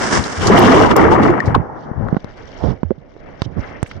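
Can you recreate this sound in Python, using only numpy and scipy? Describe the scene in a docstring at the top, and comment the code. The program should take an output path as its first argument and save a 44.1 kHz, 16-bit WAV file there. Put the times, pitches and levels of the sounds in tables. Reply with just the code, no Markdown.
"""A wave over a waterproof camera

Hissing surf closes in across the shallows, then a dense cloud of ringing bubbles churns against
the two microphone ports and overloads them. Under water all turns dull: gurgling, eddies and knocks
on one port or the other, and a faint fizz of foam as the camera tumbles near the surface."""
import sys
import numpy as np
from scipy import signal
from scipy.fft import rfft, irfft
from scipy.io import wavfile
from scipy.ndimage import uniform_filter1d, minimum_filter1d

SR = 44100
rng = np.random.default_rng(int(sys.argv[2]) if len(sys.argv) > 2 else 0)


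def transcribe(signal):
    """Save signal, clipped to [-1, 1], as a 16-bit WAV file at the path in sys.argv[1]."""
    frames = np.atleast_2d(signal).T
    limited = np.clip(frames, -1, 1)
    pcm = np.round(limited * 32767).astype(np.int16)
    wavfile.write(sys.argv[1], SR, pcm)


N = 176400

# The bubble cloud's envelope. Each row: time in seconds, body level and spray level in relative dB.
CHURN_ENVELOPE = [(.42, -27, -32.5), (.485, -17.5, -34), (.52, -11, -33), (.58, -8, -22.5), (.83, -8, -26),
                  (.885, -19, -38.5), (.915, -11, -31), (.953, -25, -55), (.966, -7, -27.5),
                  (1.1, -17.5, -46.5), (1.125, -13, -29), (1.18, -16.5, -52), (1.245, -13.5, -38.5),
                  (1.305, -16.5, -42.5), (1.32, -20, -54), (1.38, -20, -55), (1.425, -28.5, -56),
                  (1.5, -25.5, -53), (1.6, -37, -73)]
# Envelopes of the other bubbling layers. Each row: time in seconds, level in relative dB.
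SURF_ENVELOPE = [(0, -28.5), (.02, -25), (.10, -28), (.13, -21), (.178, -21.5), (.205, -31.5), (.3, -32.5),
                 (.39, -34.5), (.47, -26.5)]
GURGLE_ENVELOPE = [(1.55, -33.5), (1.66, -35.5), (1.77, -35.5), (1.82, -40.5), (1.9, -32.5), (1.97, -37),
                   (2.16, -35), (2.22, -66)]
WASH_ENVELOPE = [(2.2, -44.5), (2.45, -42), (2.6, -43), (2.72, -44), (2.78, -47), (3.0, -49), (3.15, -48),
                 (3.38, -41.5), (3.52, -47), (3.62, -38.5), (3.76, -39.5), (3.86, -44), (4, -44.5)]
FIZZ_ENVELOPE = [(1.76, -75), (1.82, -58), (1.92, -82.5), (2.18, -65), (2.3, -64), (2.55, -56.5),
                 (2.7, -49.5), (2.75, -70), (3.0, -76), (3.15, -68), (3.36, -70), (3.452, -48), (3.47, -75),
                 (3.56, -69), (3.595, -56), (3.78, -64), (3.87, -57), (3.96, -59)]
# The tone of each layer. Each row: frequency in Hz, gain in relative dB.
CHURN_EQ = [(30, -10), (60, -13), (110, 5), (220, -2.5), (330, 1), (560, -6), (760, -4), (1120, -5),
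            (1600, -14.5), (2200, -12.5), (2600, -19), (4000, -41)]
SPRAY_EQ = [(1500, -20), (2900, 4.5), (4000, -7.5), (5600, -5), (7000, -13), (9000, -19.5), (10500, -29.5),
            (15500, -29)]
SURF_EQ = [(40, -4), (110, 4.5), (240, 6), (540, -0.5), (1650, -2), (2400, -10.5), (4200, -19.5),
           (5300, -10.5), (9300, -23.5), (12000, -49)]
EDDY_EQ = [(25, -8), (55, 0), (105, 5), (400, -12.5), (800, -19), (3200, -51)]
GURGLE_EQ = [(30, -4), (140, 10), (400, 2), (850, 0), (1900, -13.5), (2500, -29), (4000, -46), (5800, -36),
             (8000, -58)]
WASH_EQ = [(30, 11), (110, 3), (380, -5), (620, -4.5), (900, -10.5), (1400, -9), (2100, -9), (2700, -19),
           (4000, -34.5)]
FIZZ_EQ = [(1800, -4), (3100, 21.5), (4100, 15), (5700, 17), (7200, 0), (10000, -16.5), (15000, -38)]
# Balance between the ports. Each row: frequency in Hz, pan in dB (always left minus right).
CHURN_PAN = [(60, 41), (150, -4.5), (260, -7.5), (370, -4), (560, 3.5), (850, 7), (1250, 6.5), (2200, 2.5)]
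WASH_PAN = [(40, -31), (90, -3.5), (550, -3), (900, -0.5), (1800, 13.5), (3500, -1.5)]
# Single large bubbles. Each row: start in seconds, level in dB, starting pitch in Hz,
# ring time in seconds, pan in dB.
GLUGS = [(0.499, 11, 402, 0.045, 10.5), (0.505, 5, 200, 0.18, 5.5), (0.584, 7, 334, 0.093, -11),
         (0.633, 7.5, 226, 0.1, -2), (.69, 6.5, 248.3, .2, -5.5), (.808, 6, 423, 0.096, -6),
         (0.908, 1.5, 940, 0.035, 5), (0.934, 0, 313, 0.073, -23), (1.045, 5, 430, 0.093, -11.5),
         (1.11, 3.5, 850, 0.17, 34), (1.163, -2, 325.5, 0.13, -8), (1.198, 0, 212, 0.081, -1),
         (1.234, 3.5, 277, 0.15, -11), (1.294, 6.5, 330, 0.055, -5.5), (1.403, 4, 1820, 0.02, 19),
         (1.547, 2, 1036, 0.047, 15), (1.697, -15, 870, 0.032, 8), (2.908, 3, 351, 0.025, -20),
         (2.914, 1, 508, .022, -40.5)]
# Water knocking on a port. Each row: start in seconds, level in dB before the low-pass, pitch in Hz,
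# ring time in seconds, low-pass cutoff in Hz, pan in dB.
PORT_KNOCKS = [(1.477, 3.5, 89, 0.03, 400, 24), (1.563, 5, 320, 0.013, 900, -20),
               (1.579, -2, 111, 0.037, 500, -18), (1.914, -1, 100, 0.016, 303, 28),
               (2.127, 6, 160, 0.028, 454, -25), (2.146, -2.5, 180, 0.014, 1190, 21),
               (2.167, 2.5, 185, 0.024, 1030, -22), (2.245, -7, 110, .013, 1110, 29),
               (2.639, 2, 277, 0.021, 1100, -23), (2.832, 1.5, 183, 0.023, 900, -27),
               (2.849, -10.5, 82, 0.22, 200, -33), (2.907, -0.5, 223, 0.035, 890, -27.5),
               (2.98, -21, 146, 0.065, 616, -23.5), (3.165, -21, 410, 0.018, 1000, -15),
               (3.419, 1, 95, 0.025, 2620, -34), (3.462, -7, 102, 0.079, 400, -27.5),
               (3.57, -2, 91, 0.032, 298, -36), (3.593, -4.5, 45, 0.035, 470, -37),
               (3.829, 4.5, 101, 0.024, 2290, -52)]
# Spits and gushes of water and air. 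Each row: start in seconds, level in dB, band centre in Hz,
# decay in seconds, pan in dB.
PORT_SPITS = [(0.238, -23.5, 4460, 0.0056, 4), (0.468, -15, 5300, 0.0074, -6),
              (0.59, -14.5, 11500, 0.0041, 55), (.91, -17, 2580, 0.0057, 8),
              (.965, -20.5, 12300, 0.0034, 2), (0.963, -22.5, 6100, 0.0044, 2),
              (1.232, -25, 4200, 0.0023, 1), (1.402, -30, 4350, 0.0025, 0.5), (1.455, -38, 4630, 0.014, 1),
              (1.544, -5.5, 970, 0.01, 4.5), (1.548, -17, 3000, 0.004, 13), (2.085, -20.5, 1260, 0.002, 11),
              (2.167, -21.5, 1030, 0.0043, -6), (2.244, -35, 4240, 0.00098, 4),
              (2.595, -27, 700, 0.059, -8), (2.637, -18, 520, 0.031, -16), (2.833, -19.5, 1100, 0.0015, -4),
              (3.419, -19.5, 3700, 0.0017, -2), (3.42, -23, 970, 0.0032, -7),
              (3.829, -26.5, 7100, 0.0022, -5.5), (3.86, -32, 2150, 0.0044, -13),
              (3.864, -52.5, 6960, 0.018, -5), (3.912, -26, 1860, 0.0034, -1)]
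# Eddies buffeting a port. Each row: start in seconds, hold in seconds, level in dB, pan in dB.
PORT_EDDIES = [(0.18, 0.02, -9.5, 28), (0.388, 0.099, -20, 2), (0.492, 0.44, -14.5, -5),
               (1.01, 0.32, -17, 2), (1.446, 0.073, -18.5, 2), (1.54, 0.061, -14.5, -16),
               (1.967, 0.12, -21.5, 17), (2.012, 0.057, -22, 23), (2.639, 0.079, -10.5, -27.5),
               (3.459, 0.063, -26, -29.5), (3.57, 0.016, -15, -21), (3.957, 0.019, -27.5, -6)]


def churn():
    """Big bubbles tumble right at the ports, with a crackling spray of small ones on top."""
    big = cloud(170.6, 1907, per_s=800, cycles=21.5, spread_db=2.5, rush=0.41)
    small = cloud(2180, 20300, per_s=2700, cycles=18, spread_db=0, rush=0.66)
    body = equalise(big, CHURN_EQ, (200, 2000), CHURN_PAN)
    body *= envelope(CHURN_ENVELOPE, column=1, fade_db_per_s=402)
    spray = equalise(small, SPRAY_EQ, (3000, 9000))
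    spray *= envelope(CHURN_ENVELOPE, column=2, fade_db_per_s=402)
    return body * from_db(-2.5 + 1.2 * flutter(30)) + spray * from_db(-1 + 2.2 * flutter(40))


def glugs(rise_per_s=2.5, attack_share=0.061):
    """Each large bubble swells into a short tone that bends upward as it rings out."""
    out, t = np.zeros((2, N)), np.arange(SR // 5) / SR
    for start, db, hz, ring_s, pan_db in GLUGS:
        tone = np.sin(2 * np.pi * hz * t * (1 + rise_per_s * t / 2))
        attack = 1 - np.exp(-t / (attack_share * ring_s))
        add(out, start, from_db(db - 60 * t / ring_s) * attack * tone * pan(pan_db))
    return out


def knocks():
    """A jolt of pressure with a rounded edge swings back and dies away: a dull thump."""
    out, t = np.zeros((2, N)), np.arange(SR // 5) / SR
    for start, db, hz, ring_s, cutoff_hz, pan_db in PORT_KNOCKS:
        ring = np.sin(2 * np.pi * hz * t) * from_db(-60 * t / ring_s)
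        swing = -np.gradient(ring, t) / (2 * np.pi * hz)
        thump = signal.sosfilt(signal.butter(2, cutoff_hz, fs=SR, output="sos"), swing)
        add(out, start, from_db(db) * pan(pan_db) * thump)
    return out


def eddies(attack_s=0.008, release_s=0.017):
    """Pressure swings in a lumpy rumble while an eddy sits on a port."""
    t, gain = np.arange(N) / SR, 0
    for start, hold, db, pan_db in PORT_EDDIES:
        before, after = np.maximum(start - t, 0), np.maximum(t - start - hold, 0)
        gain += from_db(db) * pan(pan_db) * np.exp(-before / attack_s - after / release_s)
    return gain * equalise(rng.standard_normal((2, N)), EDDY_EQ, (20, 8000))


def surf():
    """The breaking crest hisses and spatters until the water covers the ports."""
    spatter = cloud(430, 9800, per_s=5700, cycles=2.8, spread_db=5, rush=0.78)
    gain = envelope(SURF_ENVELOPE, fade_db_per_s=251.5) * from_db(1.5 + 2.6 * flutter(51))
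    return gain * equalise(spatter, SURF_EQ, (1500, 10000))


def spits(edge_ratio=1.28):
    """Short bursts of band-passed noise as water hits or clears a port."""
    out, t = np.zeros((2, N)), np.arange(SR // 5) / SR
    for start, db, hz, decay, pan_db in PORT_SPITS:
        edges_hz = [hz / edge_ratio, min(hz * edge_ratio, 0.45 * SR)]
        band = signal.butter(2, edges_hz, "band", fs=SR, output="sos")
        noise = rng.standard_normal((3, len(t)))  # left, right, common to both
        burst = rms_one(signal.sosfilt(band, noise[:2] + 0.4 * noise[2]))
        shape = (2 * t / decay) * np.exp(1 - 2 * t / decay)
        add(out, start, from_db(db) * pan(pan_db) * burst * shape)
    return out


def gurgle():
    """Thinner, duller bubbling once the camera is deep under."""
    bubbling = cloud(355, 1890, per_s=900, cycles=14, spread_db=3.5, rush=0.8)
    gain = envelope(GURGLE_ENVELOPE) * from_db(-1 + 2 * flutter(9.7))
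    return gain * equalise(bubbling, GURGLE_EQ, (400, 2000))


def foam(crossover_hz=760):
    """Foam slips round the housing behind the wave: a muffled wash and spurts of fine fizz."""
    wash = cloud(250, 3280, per_s=2500, cycles=25, spread_db=2.5, rush=0.8)
    fizz = cloud(2000, 8000, per_s=1100, cycles=30, spread_db=3.5, rush=0.5)
    wash = equalise(wash, WASH_EQ, (300, 2500), WASH_PAN)
    fizz = equalise(fizz, FIZZ_EQ, (3000, 8000)) * envelope(FIZZ_ENVELOPE)
    flow = envelope(WASH_ENVELOPE)
    bass = signal.sosfiltfilt(signal.butter(4, crossover_hz, fs=SR, output="sos"), wash)
    treble = (wash - bass) * flow / flow.max()  # the wash brightens as it swells
    return (bass + treble) * flow * from_db(1 + 2.1 * flutter(12)) + fizz * from_db(3 * flutter(38))


def cloud(low_hz, high_hz, per_s, cycles, spread_db, rush, pitches=36):
    """Bubbles pop up at random at each port and ring some cycles, over the smooth rush of far ones."""
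    born = rng.random((2, N)) < per_s / SR
    sizes = from_db(spread_db * np.minimum(rng.exponential(1, (2, N)), 4))
    kicks = born * sizes * rng.choice([-1, 1], (2, N))
    pitch_index, near = rng.integers(0, pitches, (2, N)), 0
    for k, hz in enumerate(np.geomspace(low_hz, min(high_hz, 0.42 * SR), pitches)):
        radius, angle = from_db(-60 * hz / (cycles * SR)), 2 * np.pi * hz / SR
        drive = kicks * (pitch_index == k) + 1e-12 * kicks[:, ::-1] + 1e-18  # never quite silent
        ringing = signal.lfilter([1, -1], [1, -2 * radius * np.cos(angle), radius ** 2], drive)
        near += np.sqrt(hz) * rms_one(ringing)
    far = rng.standard_normal((2, N)) * np.sqrt(SR / 2 / high_hz)
    return rms_one(near) + rush * far


def equalise(x, eq, band_hz, pan_curve=((100, 0), (1000, 0)), bleed=0.084):
    """Bleed the ports together, then EQ and pan; flat noise comes out at unit power within band_hz."""
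    hz = np.maximum(np.arange(N // 2 + 1) * SR / N, 1)
    roll_off = (1 + (hz / (0.95 * eq[-1][0])) ** 8) * (1 + (18 / hz) ** 2)  # top end and sub-bass
    gain = from_db(at_hz(eq, hz)) / roll_off * pan(at_hz(pan_curve, hz))
    power = np.mean(gain ** 2 * ((hz > band_hz[0]) & (hz < band_hz[1])))
    blended = rms_one(x + bleed * x[::-1])
    return irfft(rfft(blended) * gain, N) / np.sqrt(power)


def envelope(rows, column=1, fade_db_per_s=400):
    """Gain along a level curve, fading away beyond both ends."""
    rows, t = np.array(rows), np.arange(N) / SR
    outside = np.maximum(rows[0, 0] - t, 0) + np.maximum(t - rows[-1, 0], 0)
    return from_db(np.interp(t, rows[:, 0], rows[:, column]) - np.minimum(fade_db_per_s * outside, 150))


def flutter(rate_hz, hop=40):
    """A smooth random wobble of unit power for each port."""
    pole = np.exp(-2 * np.pi * rate_hz * hop / SR)
    noise = rng.standard_normal((2, N // hop + 2002))
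    slow = signal.lfilter([1], [1, -2 * pole, pole ** 2], noise)[:, 2000:]  # skip the run-in
    return np.array([np.interp(np.arange(N) / hop, np.arange(len(s)), rms_one(s)) for s in slow])


def at_hz(points, hz):
    """Read a curve on a log-frequency axis."""
    points = np.array(points)
    return np.interp(np.log(hz), np.log(points[:, 0]), points[:, 1])


def pan(pan_db):
    """Left and right gains; the farther port is the weaker."""
    return from_db(np.minimum(np.array([[1], [-1]]) * pan_db, 0))


def from_db(db):
    """Decibels to gain."""
    return 10 ** (np.asarray(db) / 20)


def rms_one(x):
    """Scale to unit power."""
    return x / np.sqrt(np.mean(x ** 2) + 1e-20)


def add(out, start_s, sound):
    """Drop a short sound into the mix."""
    i = int(start_s * SR)
    out[:, i:i + sound.shape[1]] += sound[:, :N - i]


def scene(notch_hz=2498):
    """All the water layers together; the ports swallow one narrow band."""
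    water = surf() + churn() + gurgle() + foam() + eddies() + knocks() + glugs() + spits()
    return signal.lfilter(*signal.iirnotch(notch_hz, Q=17.4, fs=SR), water)


def record(dry, ceiling=0.98, attack_s=0.00023, release_db_per_s=703.5, stopband_hz=17000):
    """A fast limiter on each channel pins the peaks, then a steep low-pass takes off the very top."""
    release_db = release_db_per_s * np.arange(N) / SR
    over_db = 20 * np.log10(np.maximum(np.abs(dry) / ceiling, 1))
    reduction_db = np.maximum.accumulate(over_db + release_db, axis=1) - release_db
    window = 2 * int(attack_s * SR) + 1
    gain = uniform_filter1d(minimum_filter1d(from_db(-reduction_db), window), window)
    return signal.sosfilt(signal.cheby2(12, 60, stopband_hz, fs=SR, output="sos"), dry * gain)


dry = scene()
out = record(dry)
transcribe(out)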